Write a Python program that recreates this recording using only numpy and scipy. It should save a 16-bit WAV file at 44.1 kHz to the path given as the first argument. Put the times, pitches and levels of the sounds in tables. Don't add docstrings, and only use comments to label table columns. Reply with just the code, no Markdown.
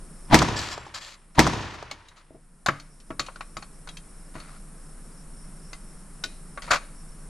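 import sys
import numpy as np
from scipy import signal
from scipy.fft import rfft, irfft, next_fast_len
from scipy.io import wavfile

SR = 44100
rng = np.random.default_rng(int(sys.argv[2]) if len(sys.argv) > 2 else 0)


def to_wav(s):
    ch = np.atleast_2d(s).T
    pcm = np.round(np.clip(ch, -1, 1) * 32767)
    wavfile.write(sys.argv[1], SR, pcm.astype(np.int16))


N = 321467

# start_s, blast_db, tail_db, swell_db, swell_held_s, swell_t60_s
SHOTS = [(0.3439, 4, -0.5, -11, .013, .065), (1.3925, 2.5, -2.5, -14.5, 0.0049, 0.045)]
# frequency_hz, level_db
STEEL_COLOUR = [(700, -35), (1800, -2.5), (2500, 0.5), (3300, -2.5), (4400, 3), (5500, -4.5), (6900, -3),
                (8500, -14.5), (12000, -21.5), (14500, -49)]
STOCK_COLOUR = [(250, -27), (420, -17.5), (580, -2.5), (900, -6), (1300, 2.5), (1700, -6.5), (2200, -6),
                (3200, -20.5), (7000, -54)]
TABLE_COLOUR = [(40, -24.5), (110, 5.5), (190, -1.5), (290, 2), (450, -3.5), (600, -6.5), (1000, -20),
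                (3000, -49)]
# pitch_hz, level_db, t60_s
TABLE_MODES = [(144.5, -12, 0.49), (286.8, -14, 0.42), (642, 0, 0.094)]


def amp(db):
    return 10 ** (np.asarray(db) / 20)


def unit(x):
    return x / np.sqrt(np.mean(x ** 2) + 1e-20)


def curve(points, hz):
    corners_hz, values = np.transpose(points)
    return np.interp(np.log(hz + 1), np.log(corners_hz + 1), values)


def add(mix, start_s, sound):
    sound = np.atleast_2d(sound)
    part = mix[:, max(round(start_s * SR), 0):][:, :sound.shape[1]]
    part += sound[:, :part.shape[1]]


def clock(size):
    return np.arange(size) / SR


def attack(t, rise_s):
    return 1 - np.exp(-t / rise_s)


def fade(t, t60_s):
    return np.exp(-np.log(1000) * t / t60_s)


def noise(colour, size):
    # frequency_hz, side_against_mid_db
    width = [(30, -22), (100, -14), (280, -15), (500, -10.5), (2000, -9), (12000, -10.5)]
    padded = next_fast_len(size, True)
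    hz = np.fft.rfftfreq(padded, 1 / SR)
    mid, side = np.exp(2j * np.pi * rng.random((2, len(hz)))) * amp(curve(colour, hz))
    side = side * amp(curve(width, hz))
    return unit(irfft([mid + side, mid - side], padded)[:, :size])


def wander(size, rate_hz):
    padded = next_fast_len(size, True)
    hz = np.fft.rfftfreq(padded, 1 / SR)
    slow = rfft(rng.standard_normal(padded)) / (1 + (hz / rate_hz) ** 4) * (hz > 0)
    return unit(irfft(slow, padded)[:size])


def ring(modes, t):
    return sum(amp(db) * fade(t, t60_s) * np.sin(2 * np.pi * hz * t) for hz, db, t60_s in modes)


def background_gain(rest_db=-47, dip_db=13, deepest_after_s=0.52):
    ages = [np.maximum(clock(N) - start_s, 0) / deepest_after_s for start_s, *_ in SHOTS]
    return amp(rest_db - dip_db * sum(age * np.exp(1 - age) for age in ages))


def background(drone_hz=27, buzz_hz=5400):
    # frequency_hz, level_db
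    air_colour = [(15, 2), (45, 0), (80, -13), (128, -13), (152, 2), (240, -9.5), (450, -16.5),
                  (850, -21.5), (1300, -19.5), (3300, -35), (6500, -32), (9300, -18), (11200, -26),
                  (12000, -47.5)]
    air = noise(air_colour, N)
    drone_phase = 2 * np.pi * drone_hz * clock(N) + 0.41 * wander(N, 2.6)
    drone = unit(np.sin(drone_phase) * amp(wander(N, 5)))
    buzz_colour = [(buzz_hz * .8, -50), (buzz_hz * .94, -3), (buzz_hz * 1.04, 0), (buzz_hz * 1.3, -50)]
    buzz = noise(buzz_colour, N) * amp(-21 + 3 * wander(N, 9.2))
    return (air + amp(3) * drone + buzz) * background_gain()


def bird(run_s=.14, step_s=0.028, glide=0.0094, detune=0.0152):
    twitters = [.16, 2.92, 4.17, 4.77, 5.08, 5.33, 5.56, 6.27, 7.08]
    pitches = [5520, 5120]
    out, t = np.zeros((2, N)), clock(1200)
    fall = 1 + glide * (.5 - t / t[-1])
    for start_s in twitters:
        for k, note_s in enumerate(np.arange(start_s, start_s + run_s, step_s)):
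            hz = pitches[k % 2] * (1 + detune * rng.standard_normal()) * fall
            note = np.sin(2 * np.pi * np.cumsum(hz) / SR) * np.hanning(len(t))
            add(out, note_s, rng.uniform(0.4, 1.8) * note)
    return out * amp(-16) * background_gain()


def contact(colour, modes, t60_s, booth_db, uneven_db=2.8):
    t = clock(12000)
    spectrum = rfft(noise(colour, len(t)))
    ripple = wander(spectrum.shape[1], 0.0033 * SR * SR / len(t))
    vibration = unit(irfft(spectrum * amp(uneven_db * ripple)))
    tick, burst, booth = fade(t, 0.0049), fade(t, t60_s), amp(booth_db) * fade(t, 0.43)
    return vibration * (tick + burst + booth) * attack(t, 0.00087) + ring(modes, t)


def thuds():
    # start_s, level_db
    landings = [(1.9102, -43.5), (2.305, -45.5), (2.346, -46), (2.6862, -23.5), (3.1047, -32.5),
                (3.193, -34.5), (3.5683, -38.5), (4.3541, -38), (6.25, -41.5)]
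    plank_modes = [*TABLE_MODES, (335, 3, 0.071)]
    out = np.zeros((2, N))
    for start_s, db in landings:
        add(out, start_s, amp(db - 3) * contact(TABLE_COLOUR, plank_modes, t60_s=0.15, booth_db=-20))
    return out


def strokes(chatter_db=2, chatter_hz=180, sag_db=-8):
    # start_s, length_s, steel_db, wood_db
    slides = [(0.558, 0.15, -34.5, -39), (0.71, 0.03, -32.5, -35), (0.939, 0.051, -36.5, -38.5),
              (1.005, 0.14, -43, -49.5), (1.347, .015, -44.5, -39.5), (1.735, 0.012, -40, -33),
              (2.159, 0.053, -55, -52.5), (4.338, 0.24, -56, -49.5), (6.623, 0.12, -49, -48),
              (6.676, 0.0098, -41, -25), (6.705, 0.059, -25, -19)]
    out, t = np.zeros((2, N)), clock(16384)
    for start_s, length_s, steel_db, wood_db in slides:
        sag = amp(sag_db * np.minimum(t / length_s, 1))
        stop = fade(np.maximum(t - length_s, 0), 0.079)
        parts = (steel_db, STEEL_COLOUR), (wood_db, STOCK_COLOUR), (wood_db - 20, TABLE_COLOUR)
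        friction = sum(amp(db) * noise(colour, len(t)) for db, colour in parts)
        chatter = amp(chatter_db * wander(len(t), chatter_hz))
        add(out, start_s, friction * chatter * attack(t, 0.0067) * sag * stop)
    return out


def knocks(rebound_s=0.02, rebound_db=-17.5):
    # start_s, steel_db, wood_db, pitch_hz
    hits = [(0.945, -26.5, -43, 4040), (1.912, -26, -34, 2225), (2.0852, -42, -66, 3860),
            (2.6616, -16, -19.5, 1080), (2.6852, -23.5, -13.5, 1323), (2.7983, -36, -67, 4350),
            (3.0012, -45, -74, 5560), (3.105, -44, -32, 1360), (3.195, -16, -23.5, 4330),
            (3.264, -33.5, -44, 4330), (3.2849, -65, -35.5, 926), (3.359, -41, -42, 1420),
            (3.408, -34.5, -32, 1084), (3.5682, -29, -32, 1273), (3.6245, -37, -38.5, 4360),
            (3.8735, -38.5, -38, 1490), (3.889, -31.5, -43, 3310), (3.97, -33, -51, 3210),
            (4.3543, -48, -36, 1000), (4.4003, -37.5, -52, 4390), (5.7309, -31, -39.5, 2050),
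            (6.2382, -17, -37, 1477), (6.575, -40.5, -29.5, 1136), (6.6207, -32, -42, 1970),
            (6.7093, -16, -18, 1416), (6.7146, -13.5, -15, 1370), (6.733, -21, -19, 1350)]
    # pitch_hz, level_db, t60_s
    steel_modes = [(2490, -27, 0.29), (3150, -24, 0.15), (3740, -17, 0.11), (4180, -34, 0.049),
                   (5970, -15, 0.022)]
    stock_modes = [(1127, -11.5, 0.15), (1280, -13.5, 0.067), (1820, -42, .07)]
    out, t = np.zeros((2, N)), clock(12000)
    for start_s, steel_db, wood_db, pitch_hz in hits:
        click_db = steel_db - 5
        click = amp(click_db) * contact(STEEL_COLOUR, steel_modes, t60_s=0.04611, booth_db=-25)
        stock = amp(wood_db) * contact(STOCK_COLOUR, stock_modes, t60_s=0.053, booth_db=-23)
        table = amp(wood_db - 23) * contact(TABLE_COLOUR, TABLE_MODES, t60_s=0.106, booth_db=-23)
        struck_part = ring([(pitch_hz, max(click_db, wood_db) - 4, .075)], t)
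        add(out, start_s, click + stock + table + struck_part)
        add(out, start_s + rebound_s, amp(rebound_db) * click)
    return out


def plate(fall_db_per_s=23, detune=0.013, uneven_db=4, rattle_db=4, rattle_hz=90):
    # start_s, level_db, t60_s
    pellets = (.3893, -14.5, .03)
    bumps = [0.561, .63, 0.714, 0.948, 1.02]
    # pitch_hz, level_db, t60_s
    plate_modes = [(545, -5, 0.48), (1060, 0, 0.17), (1750, 2, 0.28), (3040, -5.5, 0.13), (3300, 2, 0.28),
                   (4530, -8.5, 0.26), (4900, 5.5, .2), (5200, -18, 0.219), (5550, -2, 0.27),
                   (7370, -2.5, .28), (7510, -4.5, 0.48)]
    out, t = np.zeros((2, N)), clock(16384)
    slap_s, slap_db, slap_t60_s = pellets
    add(out, slap_s, amp(slap_db) * noise(STEEL_COLOUR, len(t)) * fade(t, slap_t60_s))
    for start_s in bumps:
        bump_db = -42.5 - fall_db_per_s * (start_s - bumps[0])
        modes = [(hz * (1 + detune * rng.standard_normal()), db + uneven_db * rng.standard_normal(), t60_s)
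                 for hz, db, t60_s in plate_modes]
        rattle = amp(rattle_db * wander(len(t), rattle_hz))
        add(out, start_s, amp(bump_db) * ring(modes, t) * attack(t, 0.0024) * rattle)
    return out


def field_roll(rise_s=0.018, lumps_db=2, lumps_hz=50):
    # frequency_hz, level_db
    roll_colour = [(18, -39), (30, -14), (120, -0.5), (311, -3.5), (495, -15), (827, -16.5), (941, -12),
                   (1310, -18), (1570, -20.5), (1880, -17.5), (2040, -20.5), (6310, -27), (12000, -46.5),
                   (14000, -81)]
    # frequency_hz, t60_s
    field_decay = [(50, 1.31), (220, 0.63), (600, 1.14), (1500, 1.41), (5000, 1.14), (12000, 0.71)]
    t = clock(65536)
    scatter = rfft(noise(roll_colour, len(t)))
    hz = np.fft.rfftfreq(len(t), 1 / SR)
    out = np.zeros((2, len(t)))
    centres_hz, t60s = np.transpose(field_decay)
    for band_weights, t60_s in zip(np.eye(len(field_decay)), t60s):
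        band = irfft(scatter * curve(np.c_[centres_hz, band_weights], hz))
        out += band * fade(t, t60_s) * amp(-17 + lumps_db * wander(len(t), lumps_hz))
    return out * attack(t, rise_s)


def wall_echoes(size, edge_hz=1350, floor_db=-20, t60_s=.032):
    # delay_s, level_db
    echoes = [(.0735, -7.5), (0.0791, -7), (0.102, -16.5), (0.141, -18), (.205, -26.5), (.433, -23.5),
              (.521, -33.5)]
    # frequency_hz, level_db
    echo_colour = [(60, -10), (300, -7.5), (600, -3.5), (1000, 4.5), (2000, -7), (6000, 0), (14000, -31)]
    out, t = np.zeros((2, size)), clock(8192)
    dulled = [(hz, db + max(floor_db, -20 * np.log10(1 + (hz / edge_hz) ** 4))) for hz, db in echo_colour]
    envelope = fade(t, t60_s) * attack(t, .001) ** 2
    for delay_s, db in echoes:
        add(out, delay_s, amp(db) * noise(dulled, len(t)) * envelope)
    return out


def swell(level_db, held_s, t60_s, lumps_db=2, lumps_hz=120):
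    # frequency_hz, level_db
    swell_colour = [(30, -2), (150, 2), (320, -2), (430, -19), (650, -6.5), (950, -0.5), (1300, -14),
                    (2100, -16.5), (4200, -22), (6000, -31), (12000, -51)]
    ahead_s = clock(4096)[::-1]
    envelope = fade(np.maximum(ahead_s - held_s, 0), t60_s) * attack(ahead_s, 0.00042)
    gain = amp(level_db + lumps_db * wander(len(ahead_s), lumps_hz))
    return noise(swell_colour, len(ahead_s)) * envelope * gain


def muzzle_blast(planks_delay_s=0.0076):
    # frequency_hz, level_db
    crack_colour = [(30, -4), (130, -9), (300, -9.5), (430, -4.5), (950, 1), (1500, -7.5), (2100, -4.5),
                    (3000, -13.5), (5000, -10.5), (7000, -16.5), (10000, -28.5), (14000, -34.5)]
    # pitch_hz, level_db, t60_s
    booth_modes = [(61, -21, 0.27), (162, -12, 0.08), (230, -7.5, 0.069), (263, -15.5, 0.03),
                   (312, -10, 0.11), (678, -32, 0.14), (979, -21.5, 0.19)]
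    t = clock(16384)
    crack = amp(-6) * noise(crack_colour, len(t)) * fade(t, 0.036)
    scatter = amp(-15) * noise(crack_colour, len(t)) * fade(t, .09)
    add(crack, planks_delay_s, scatter)
    return crack + ring(booth_modes, t) * attack(t, 0.002)


def shotgun():
    out, blast, tail = np.zeros((2, N)), muzzle_blast(), field_roll()
    tail += wall_echoes(tail.shape[1])
    for start_s, blast_db, tail_db, swell_db, held_s, t60_s in SHOTS:
        rush = swell(swell_db, held_s, t60_s)
        add(out, start_s - rush.shape[1] / SR, rush)
        add(out, start_s, amp(blast_db) * blast)
        add(out, start_s, amp(tail_db) * tail)
    return out


def scene(pan_db=0.62):
    hands = (knocks() + thuds() + strokes()) * amp([[pan_db], [-pan_db]])
    return shotgun() + plate() + hands + bird() + background()


def record(dry, left_lead_s=8e-6, edge_hz=13900):
    # frequency_hz, left_minus_right_db
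    port_balance = [(30, .2), (120, -.8), (280, -.4), (500, .8), (8000, .8)]
    padded = next_fast_len(N, True)
    hz = np.fft.rfftfreq(padded, 1 / SR)
    share = np.array([[.5], [-.5]])
    ports = amp(share * curve(port_balance, hz)) * np.exp(2j * np.pi * share * hz * left_lead_s)
    picked_up = irfft(rfft(dry, padded) * ports, padded)[:, :N]
    lowpass = signal.firwin(255, edge_hz, window=("kaiser", 8), fs=SR)
    return signal.oaconvolve(np.clip(picked_up, -1, 1), lowpass[None], "same")


dry = scene()
out = record(dry)
to_wav(out)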